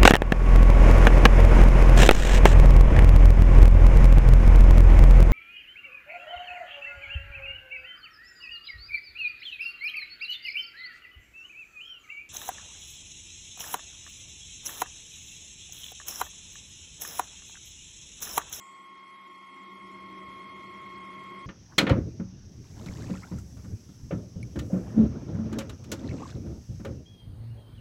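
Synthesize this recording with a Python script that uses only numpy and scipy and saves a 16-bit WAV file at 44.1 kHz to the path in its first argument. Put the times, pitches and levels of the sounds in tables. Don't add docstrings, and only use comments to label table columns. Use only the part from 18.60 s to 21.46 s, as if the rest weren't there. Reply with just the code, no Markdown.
import sys
import numpy as np
from scipy import signal
from scipy.fft import rfft, irfft
from scipy.io import wavfile
from scipy.ndimage import uniform_filter1d

SR = 44100
rng = np.random.default_rng(int(sys.argv[2]) if len(sys.argv) > 2 else 0)


def master_out(mix):
    frames = np.transpose(np.atleast_2d(mix))
    ceiling = np.clip(frames, -1, 1)
    pcm = np.round(ceiling * 32767).astype(np.int16)
    wavfile.write(sys.argv[1], SR, pcm)


def nominal_scale(level):
    x = np.asarray(level, float) / 20
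    return 10 ** x


N = 126126
T = np.arange(N) / SR
MESH_HZ, WHEEL_TEETH, PINION_TEETH = 1083.38, 124, 50


def evened(x):
    return x / np.sqrt(np.mean(x ** 2) + 1e-20)


def hump(hz, centre_hz, width_hz):
    return 1 / (1 + (2 * (hz - centre_hz) / width_hz) ** 2)


def noise(gain):
    hz = np.fft.rfftfreq(N, 1 / SR)
    return irfft(rfft(rng.standard_normal(N)) * gain(hz), N) * np.sqrt(SR / 2)


def drift(rate_hz):
    return evened(noise(lambda hz: hump(hz, 0, rate_hz) * (hz > 0)))


def tones(pitches_hz, levels_db, waver_db):
    total = np.zeros(N)
    for hz, db in zip(pitches_hz, levels_db):
        level = np.sqrt(2) * nominal_scale(db + waver_db * drift(4.5))
        total += level * np.sin(2 * np.pi * (hz * T + rng.random()))
    return total


def rumble(resonances):
    def gain(hz):
        return np.sqrt(sum(nominal_scale(db) ** 2 / w * hump(hz, f, w) ** 2 for f, w, db in resonances))
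    return noise(gain)


# pitch_hz [Hz], level_db [dB per Hz]
WASH_SPECTRUM = [(240, -67), (400, -30), (862, -22), (1080, -17.5), (1540, -34.5), (2140, -18.5),
                 (2770, -32), (3280, -34.5), (12000, -40), (15600, -106), (22000, -120)]


def wash():
    knots_hz, knots_db = np.transpose(WASH_SPECTRUM)

    def gain(hz):
        return nominal_scale(np.interp(np.log(hz + 1), np.log(knots_hz + 1), knots_db))
    return evened(noise(gain)) * nominal_scale(-13.5)


# pitch_hz [Hz], width_hz [Hz], level_db [dB], t60_s [s]
AIR_BANDS = [
    (7280, 1000, -60, .6),
    (7910, 560, -64.5, 1.2),
]


def air():
    total = np.zeros(N)
    for centre_hz, width_hz, db, t60_s in AIR_BANDS:
        hiss = evened(noise(lambda hz: 1 / (1 + (2 * (hz - centre_hz) / width_hz) ** 4)))
        total += hiss * nominal_scale(db - 60 * T / t60_s + drift(40))
    return total


# pitch_hz [Hz], width_hz [Hz], level_db [dB]
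BED_RESONANCES = [(71.7, 18, -6.5), (109.6, 48, -5), (155, 80, 0.5), (461, 210, -4), (538, 120, -7.5),
                  (630.5, 55, -3.5)]


def bed():
    return rumble(BED_RESONANCES)


# pitch_hz [Hz], and level_db [dB] of each pitch
HUM_HZ = [148.5, 183.5, 192.15, 201.9, 209.7, 244.6, 279.5, 288.3, 297.1, 323.3, 332, 349.6, 360.6, 384.4,
          392, 463.1, 626.5]
HUM_DB = [-24.5, -16, -1, -8.5, -18, -20, -14.5, -14.5, -19, -18, -21, -10.5, -7, -16, -13, -21, -27.5]
# pitch_hz [Hz], width_hz [Hz], level_db [dB]
FRAME_RESONANCES = [(203, 78, -11.5), (212, 14, -16.5), (267.3, 28, -7), (314.6, 23, -7), (358.3, 59, -3)]


def frame(hum_db, rumble_db):
    hum = tones(HUM_HZ, HUM_DB, waver_db=1.2)
    return nominal_scale(hum_db) * hum + nominal_scale(rumble_db) * rumble(FRAME_RESONANCES)


# pitch_hz [Hz], and level_db [dB] of each pitch
BEARING_HZ = [1011.4, 2903.6, 3529.4, 3673.4, 3804, 3934.5, 4065.7, 4174.1, 4487, 4750.8, 4816, 5015.2,
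              5191.5]
BEARING_DB = [-27, -39, -43, -43, -47, -45, -42, -45, -48, -49, -51, -48, -48]


def bearings():
    return tones(BEARING_HZ, BEARING_DB, waver_db=2.5)


# order [cycles per pinion turn], and level_db [dB] of each order
PINION_ORDERS = [47, 49, 51, 53, 59, 91, 93, 97, 99, 101, 103, 147, 149, 151]
PINION_DB = [-38, -29, -25, -39, -41, -42, -37, -31, -20, -30, -39, -42, -37, -38]


def pinion():
    return tones(np.array(PINION_ORDERS) * MESH_HZ / PINION_TEETH, PINION_DB, waver_db=1.5)


# [dB, rubbing noise]
CASE_RESONANCES = [(930, 32, -37, -71), (1175, 40, -46, -44), (1310, 320, -25.5, -34),
                   (1607, 72, -39, -39.5), (1720, 68, -51, -62), (1920, 110, -43, -33),
                   (2120, 140, -30, -31.5), (2420, 1350, -39, -53), (3254, 400, -48.5, -39),
                   (4302, 140, -45, -43.5), (5396, 140, -58.5, -50)]


def rubbing():
    def gain(hz):
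        return np.sqrt(sum((nominal_scale(db - 11.5) * hump(hz, f, w)) ** 2 for f, w, _, db in CASE_RESONANCES))
    return noise(gain)


# order [cycles per wheel turn], level_db [dB]
WHEEL_LOW = [(103, -36), (104, -32), (106, -23), (107, -33), (108, -34), (109, -33), (111, -36), (113, -33),
             (114, -36), (115, -36), (117, -35), (118, -30), (119, -21), (120, -27), (121, -30), (122, -34),
             (123, -31), (125, -31), (126, -20), (127, -33), (128, -21), (129, -31), (130, -33), (131, -35),
             (132, -24), (134, -29), (135, -33), (138, -36), (145, -29), (146, -29), (151, -29), (153, -30),
             (154, -28), (157, -33), (159, -31), (160, -34)]
WHEEL_MID = [(207, -35), (208, -38), (209, -40), (210, -37), (211, -33), (212, -32), (214, -35), (215, -36),
             (216, -34), (220, -30), (221, -25), (222, -32), (223, -26), (224, -28), (225, -37), (226, -34),
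             (228, -36), (231, -35), (232, -29), (233, -34), (234, -32), (235, -33), (236, -32), (237, -34),
             (238, -25), (239, -32), (240, -29), (242, -28), (243, -16), (244, -23), (246, -29), (247, -30),
             (249, -37), (250, -36), (251, -29), (252, -35), (253, -39), (255, -31), (256, -37), (257, -34),
             (258, -34), (259, -37), (260, -39), (266, -34), (270, -36), (276, -31), (277, -35), (280, -34),
             (284, -34), (285, -39)]
WHEEL_HIGH = [(300, -36), (301, -41), (302, -47), (303, -45), (305, -45), (318, -44), (331, -46),
              (332, -45), (338, -44), (349, -44), (350, -46), (352, -46), (356, -46), (358, -42),
              (360, -41), (361, -38), (362, -46), (364, -38), (365, -46), (367, -46), (368, -35),
              (369, -45), (370, -31), (374, -37), (376, -44), (378, -40), (379, -42), (380, -39),
              (381, -45), (382, -45), (383, -43), (387, -45), (389, -46), (394, -45), (404, -42),
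              (492, -46)]


def wheel():
    size = 2 ** 15
    turn_hz = MESH_HZ / WHEEL_TEETH
    hz = np.arange(size // 2 + 1) * turn_hz
    level = np.sqrt(sum((nominal_scale(db) * hump(hz, f, w)) ** 2 for f, w, db, _ in CASE_RESONANCES))
    spread_db = 6 * np.clip(rng.standard_normal(len(hz)), -2, 1) - 5
    level = np.minimum(level * nominal_scale(spread_db), nominal_scale(-44))
    orders, db = np.transpose(WHEEL_LOW + WHEEL_MID + WHEEL_HIGH)
    level[orders.astype(int)] = nominal_scale(db - 0.9)
    level[WHEEL_TEETH::WHEEL_TEETH] = 0
    wheels = level * np.exp(2j * np.pi * rng.random((16, len(hz))))
    throb = abs(np.fft.ifft(wheels[:, 215:265], n=512)).std(axis=1)
    turn = irfft(wheels[throb.argmin()], size) * size / np.sqrt(2)
    return np.interp(T * turn_hz % 1 * size, np.arange(size), turn, period=size)


MESH_DB = [-2, -13, -16.5, -36, -46]
MESH_FOLLOW = [0, .3, -.3, .5, 0]


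def mesh(load_db):
    pitches_hz = MESH_HZ * np.arange(1, len(MESH_DB) + 1)
    levels_db = [db + follow * load_db for db, follow in zip(MESH_DB, MESH_FOLLOW)]
    return tones(pitches_hz, levels_db, waver_db=0.58)


def gears(load_db):
    return mesh(load_db) + pinion() + wheel() + bearings() + rubbing()


# [dB,
# forging force]
LOAD = [
    (0.0, -50, -64.5, -78, -84),
    (0.04, -49.5, -68, -65.5, -78),
    (0.71, -48.5, -67.5, -62, -76),
    (0.88, -48, -64.5, -67, -76),
    (0.95, -47, -65.5, -56.5, -76),
    (1.07, -47, -56, -61, -72.5),
    (1.52, -45.5, -55.5, -55.5, -62.5),
    (2.31, -44, -55.5, -56, -63),
    (2.8, -43.5, -53.5, -56.5, -62),
    (2.86, -44, -63, -53, -60),
]


def scene():
    start_s, *levels_db = np.transpose(LOAD)
    gear_db, hum_db, rumble_db, bed_db = (np.interp(T, start_s, db) for db in levels_db)
    load_db = gear_db - gear_db.mean()
    hall_db = gear_db.mean() + 0.65 * load_db
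    background = nominal_scale(hall_db) * wash() + air()
    machine = nominal_scale(bed_db) * bed() + frame(hum_db, rumble_db) + nominal_scale(gear_db) * gears(load_db)
    return (background + machine)[None]


# low_hz [Hz], high_hz [Hz], share [of time silent]
DROPOUT_BANDS = [(1480, 1580, .27), (1580, 1670, .33), (1670, 1750, .28), (2680, 2820, .12),
                 (3500, 3650, .14), (3650, 3800, .17), (3800, 3920, .12), (3920, 4030, .1), (4500, 4680, .2),
                 (5540, 5680, .18), (5800, 6000, .06), (6300, 6900, .25), (6900, 7450, .5), (7450, 7850, .05),
                 (7850, 8250, .25), (8250, 8450, .2), (8450, 8900, .62), (8900, 9450, .58), (9450, 9680, .2),
                 (9680, 9850, .45), (9850, 10050, .42), (10050, 10250, .55), (10250, 10550, .3),
                 (10550, 11050, .2), (11050, 11550, .3), (11550, 11850, .15), (11850, 12030, .3),
                 (12030, 13000, 1)]
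# start_s [s], end_s [s]
VALLEY_SHUT = [(.02, .05), (.09, .13), (.17, .24), (.28, .35), (.69, .81), (.84, .87), (.9, .96),
               (1.08, 1.18), (1.22, 1.29), (1.45, 1.51), (1.63, 1.66), (1.92, 1.96), (2.02, 2.11),
               (2.29, 2.32)]
# pitch_hz [Hz], share [of bins]
SPARSE = [(3400, .25), (6000, .55), (8400, .75), (12000, .7)]


def dropouts(x):
    size, hop = 1152, 576
    shut, open_db = nominal_scale(-45), 5
    window = np.sin(np.pi * (np.arange(size) + .5) / size)
    hz, t, z = signal.stft(x, SR, window, nperseg=size, noverlap=hop)
    slow, quick = rng.standard_normal((len(t), len(DROPOUT_BANDS), 2)).T
    chance = uniform_filter1d(slow, 7, axis=1) + .2 * quick
    smooth = uniform_filter1d(uniform_filter1d(abs(z), size=9, axis=0), size=9, axis=1)
    lift_db = 20 * np.log10(smooth / np.median(smooth, axis=1, keepdims=True))

    patches = uniform_filter1d(rng.standard_normal(z.shape), size=10, axis=0)
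    patches = evened(uniform_filter1d(patches, size=4, axis=1))
    gain = nominal_scale(2.5 * patches * (hz > 3330)[:, None] * (lift_db < open_db))

    valley = sum((t >= start_s) & (t <= end_s) for start_s, end_s in VALLEY_SHUT)
    for (low_hz, high_hz, share), c in zip(DROPOUT_BANDS, chance):
        band = (hz >= low_hz) & (hz < high_hz)
        lift = lift_db[band].mean(0)
        c = c + (low_hz < 4700) * .05 * lift + (lift > open_db)
        c = c - (high_hz <= 1750) * 1.6 * valley
        gain[np.ix_(band, c <= np.quantile(c, min(share * 1.3, 1)))] = shut

    masked_s = .235
    masked = (t < masked_s) & ((quick[0] < .8) | (t < masked_s / 2))
    gain[np.ix_((hz > 8450) & (hz < 10300), masked)] = shut

    rank = (abs(z) / smooth).argsort(axis=1).argsort(axis=1) / len(t)
    share = np.interp(hz, *np.transpose(SPARSE), left=0)[:, None]
    gain[(rank < share) & (lift_db < open_db)] = shut
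    return signal.istft(z * gain, SR, window, nperseg=size, noverlap=hop)[1][:N]


# [dB, peak]
TICKS_UP = [(0.1321, -75), (0.1551, -73), (0.2479, -75), (0.2948, -75), (0.3407, -78), (0.4804, -75),
            (0.5033, -72), (0.5951, -75), (0.7123, -68), (0.7582, -76), (0.9443, -70), (1.0371, -71),
            (1.085, -78), (1.1538, -66.5), (1.316, -70), (1.4087, -80), (1.4322, -76), (1.5928, -76),
            (1.6183, -69), (1.8014, -79), (1.9196, -71), (2.1979, -78), (2.3371, -77), (2.383, -72),
            (2.5232, -79), (2.5696, -76), (2.5931, -67), (2.6624, -76), (2.7093, -75), (2.7791, -73)]
TICKS_DOWN = [(0.2467, -77.5), (0.2707, -97), (0.4099, -80), (0.5031, -90), (0.7586, -71), (0.8269, -74),
              (0.8982, -73), (0.9441, -72), (1.223, -71), (1.247, -70), (1.3382, -73), (1.3851, -70),
              (1.4086, -74), (1.5253, -71), (1.6874, -66), (1.8261, -69), (1.8965, -68), (2.2182, -69.5),
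              (2.2676, -77), (2.337, -77), (2.3844, -69), (2.4063, -66), (2.5235, -72), (2.6385, -65.5)]


def ticks():
    length_s = .006
    out, t = np.zeros(N), np.arange(-length_s / 2, length_s / 2, 1 / SR)
    for table, low_hz, high_hz in ((TICKS_UP, 8950, 9650), (TICKS_DOWN, 8200, 8800)):
        start_s, db = np.transpose(table)
        train = np.zeros(N)
        train[(start_s * SR).astype(int)] = nominal_scale(db + 3)
        blip = np.hanning(len(t)) * np.sinc((high_hz - low_hz) * t) * np.sin(np.pi * (low_hz + high_hz) * t)
        out += signal.oaconvolve(train, blip)[len(t) // 3:][:N]
    return out


def band_limit(x):
    return signal.sosfilt(signal.butter(12, 12130, fs=SR, output="sos"), x)


def record(dry):
    mix = (dropouts(dry[0]) + ticks())[None]
    return band_limit(mix)


dry = scene()
out = record(dry)
master_out(out)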